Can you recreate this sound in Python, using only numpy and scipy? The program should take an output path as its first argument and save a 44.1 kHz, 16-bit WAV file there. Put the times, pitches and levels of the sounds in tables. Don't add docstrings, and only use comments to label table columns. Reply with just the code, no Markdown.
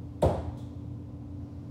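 import sys
import numpy as np
from scipy import signal
from scipy.fft import rfft, irfft
from scipy.io import wavfile

SR = 44100
rng = np.random.default_rng(int(sys.argv[2]) if len(sys.argv) > 2 else 0)


def wrap_up_sound(samples):
    columns = np.atleast_2d(samples).T
    tamed = np.clip(columns, -1, 1)
    steps = np.round(tamed * 32767).astype(np.int16)
    wavfile.write(sys.argv[1], SR, steps)


N = 74970
TIME = np.arange(N) / SR
FREQS = np.maximum(np.fft.rfftfreq(N, 1 / SR), 1)
HIT_S = 0.219
THUD_S = HIT_S + 0.00405


def dart():
    # frequency in Hz, relative level in dB per Hz.
    tick_colour = [(1500, -1), (2800, -6), (3300, -6), (4400, -19), (4800, -31), (7100, -14.5), (7700, -2),
                   (10000, -5.5), (10600, -13), (15500, -17)]
    # frequency in Hz, relative level in dB per Hz.
    barrel_colour = [(1500, -9), (2800, -13.5), (3200, 7.5), (4400, 5), (4900, -13), (9000, -29)]
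    # frequency in Hz, level in dB, t60 in seconds.
    modes = [(3340, -61, 0.79), (3500, -66, 0.98), (3790, -85, .6)]
    attack_s = 0.0003
    tick = from_db(-44.5) * noise(tick_colour) * envelope(HIT_S, attack_s, hold=0.0063, t60=0.057)
    barrel = from_db(-45) * noise(barrel_colour) * envelope(THUD_S, attack_s, t60=0.078)
    ring = sum(from_db(db) * damped_tone(hz, THUD_S, attack_s, t60) for hz, db, t60 in modes)
    return tick + barrel + ring


def board():
    # frequency in Hz, level in dB, t60 in seconds, swell in seconds.
    modes = [(86.7, -24.5, 0.57, 0.015), (125.9, -31, 0.38, 0.016), (152, -22.5, 0.058, 0.012),
             (170, -33.5, 0.71, 0.012), (219, -38.5, 0.94, 0.016), (314.8, -35, 0.65, 0.0073),
             (370, -27, 0.4, 0.011), (424.7, -29, 0.22, 0.018), (488, -27.5, 0.08, 0.014),
             (523.4, -29, 0.45, .008), (535.5, -43.5, 0.38, 0.0093), (594.2, -24, 0.23, 0.0062),
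             (676, -29, 0.35, 0.0055), (811, -40, 0.24, 0.0054), (901, -31, 0.19, 0.0017),
             (960, -39.5, .3, 0.0028)]
    # frequency in Hz, relative level in dB per Hz.
    knock_colour = [(60, -20), (90, -1), (160, -2.5), (270, -7), (480, -2), (630, 1), (760, -10.5),
                    (960, -9), (1080, -27), (1600, -33), (2600, -31.5)]
    ring = sum((-1) ** k * from_db(db) * damped_tone(hz, THUD_S, swell, t60)
               for k, (hz, db, t60, swell) in enumerate(modes))
    knock = from_db(-32) * noise(knock_colour) * envelope(THUD_S, swell=0.013, hold=0.027, t60=0.54)
    return ring + knock


def rocking():
    # start in seconds, level in dB.
    bumps = [(.247, -21.5), (0.366, -24.5), (.464, -28)]
    return sum(from_db(db) * damped_tone(hz=79, start=start, swell=0.011, t60=0.11)
               for start, db in bumps)


def room():
    # frequency in Hz, relative level in dB per Hz.
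    colour = [(40, 4), (85, 10.5), (250, -2.5), (620, 4), (950, -4), (1150, -14.5), (1800, -25),
              (2700, -31), (3500, -26), (4800, -33), (6500, -37), (8000, -31.5), (10000, -33),
              (10700, -42.5), (15500, -43)]
    return from_db(-24.5) * reverberation(colour, THUD_S, swell=0.004)


def clink():
    # frequency in Hz, relative level in dB per Hz.
    colour = [(2000, -20), (2900, -11), (3450, 2), (4000, -4), (4800, -11), (6000, -10.5), (7800, -9),
              (9200, -15), (10000, -10), (11000, -20), (15500, -19)]
    # start in seconds, level in dB.
    touches = [(0.567, -62)]
    return sum(from_db(db) * reverberation(colour, start, swell=0.011, hold=0.011, t60_scale=0.98)
               for start, db in touches)


def sleeve():
    # frequency in Hz, relative level in dB per Hz.
    colour = [(1200, 11.5), (2500, -8), (5500, -1), (8000, -19), (15000, -28)]
    return from_db(-73) * noise(colour) * envelope(start=1.15, swell=0.44, hold=1, t60=1)


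def appliance():
    # frequency in Hz, rms level in dB.
    tones = [(86.5, -48), (119.5, -47), (240.5, -54.5), (289.3, -48.5), (479, -68.5), (1017, -76.5)]
    hum = 0
    for hz, db in tones:
        amplitude = np.sqrt(2) * from_db(db + drift(rate_hz=3))
        phase = 2 * np.pi * (hz * TIME + rng.random()) + 0.25 * drift(rate_hz=3)
        hum += amplitude * np.sin(phase)
    return hum


def air():
    # frequency in Hz, relative level in dB per Hz.
    colour = [(22, -13), (36, -4), (52, -7), (90, -0.5), (150, -6), (280, -12), (400, -21), (520, -20),
              (720, -27), (1050, -32.5), (1600, -44.5), (4000, -49.5), (7300, -55.5), (8500, -58.5),
              (15500, -65)]
    # time in seconds, gain in dB.
    hiss_course = [(0, 1), (.2, 1), (.9, 0.5), (1.2, -0.5), (1.7, 1)]
    room_tone = from_db(-43.5) * noise(colour)
    hiss = irfft(rfft(room_tone) * (FREQS > 2100), N)
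    rumble = room_tone - hiss
    return rumble + hiss * from_db(np.interp(TIME, *np.transpose(hiss_course)))


def reverberation(colour, start, swell, hold=0, t60_scale=1):
    # frequency in Hz, t60 in seconds.
    decay_times = [(80, 0.6), (300, 0.57), (700, 0.76), (2000, 1), (3500, 0.81), (6000, 0.75), (9000, 0.5),
                   (14000, .33)]
    field, tail = rfft(noise(colour)), 0
    octaves = np.log2(FREQS)
    for centre in np.arange(5, 14.6, 0.5):
        band = irfft(field * np.maximum(1 - 2 * abs(octaves - centre), 0), N)
        t60 = t60_scale * at_hz(decay_times, 2 ** centre)
        tail += band * envelope(start, swell, t60, hold)
    return tail


def near_reflections(direct):
    # delay in seconds, gain in dB.
    echoes = [(.0016, -28.5), (.0044, -19), (.0071, -17.5)]
    treble = filtered(signal.butter(2, 1300, "high", fs=SR, output="sos"), direct)
    return direct + sum(from_db(db) * np.roll(treble, int(delay * SR)) for delay, db in echoes)


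def from_db(db):
    return 10 ** (np.asarray(db) / 20)


def at_hz(points, hz):
    freqs, values = np.transpose(points)
    return np.interp(np.log(hz), np.log(freqs), values)


def noise(colour):
    falloff = np.minimum(1, np.minimum(FREQS / colour[0][0], colour[-1][0] / FREQS)) ** 3
    x = irfft(rfft(rng.standard_normal(N)) * from_db(at_hz(colour, FREQS)) * falloff, N)
    return x / x.std()


def drift(rate_hz):
    x = irfft(rfft(rng.standard_normal(N)) / (1 + (FREQS / rate_hz) ** 2), N)
    return (x - x.mean()) / x.std()


def envelope(start, swell, t60, hold=0):
    age = TIME - start
    rise = np.sin(np.pi / 2 * np.clip(age / swell, 0, 1)) ** 2
    return rise * np.exp(-np.log(1000) * np.maximum(age - swell - hold, 0) / t60)


def damped_tone(hz, start, swell, t60):
    return np.sin(2 * np.pi * hz * (TIME - start)) * envelope(start, swell, t60)


def filtered(sos, x):
    run_in = 4000
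    return signal.sosfilt(sos, np.pad(x, (run_in, 0), mode="reflect", reflect_type="odd"))[run_in:]


def scene():
    hit = dart() + board() + rocking() + room()
    return near_reflections(hit + clink() + sleeve() + appliance() + air())[None]


def record(dry):
    low_cut = signal.butter(6, 56.3, "high", fs=SR, output="sos")
    high_cut = signal.ellip(12, 0.1, 80, 15750, fs=SR, output="sos")
    return filtered(high_cut, filtered(low_cut, dry[0]))[None]


dry = scene()
out = record(dry)
wrap_up_sound(out)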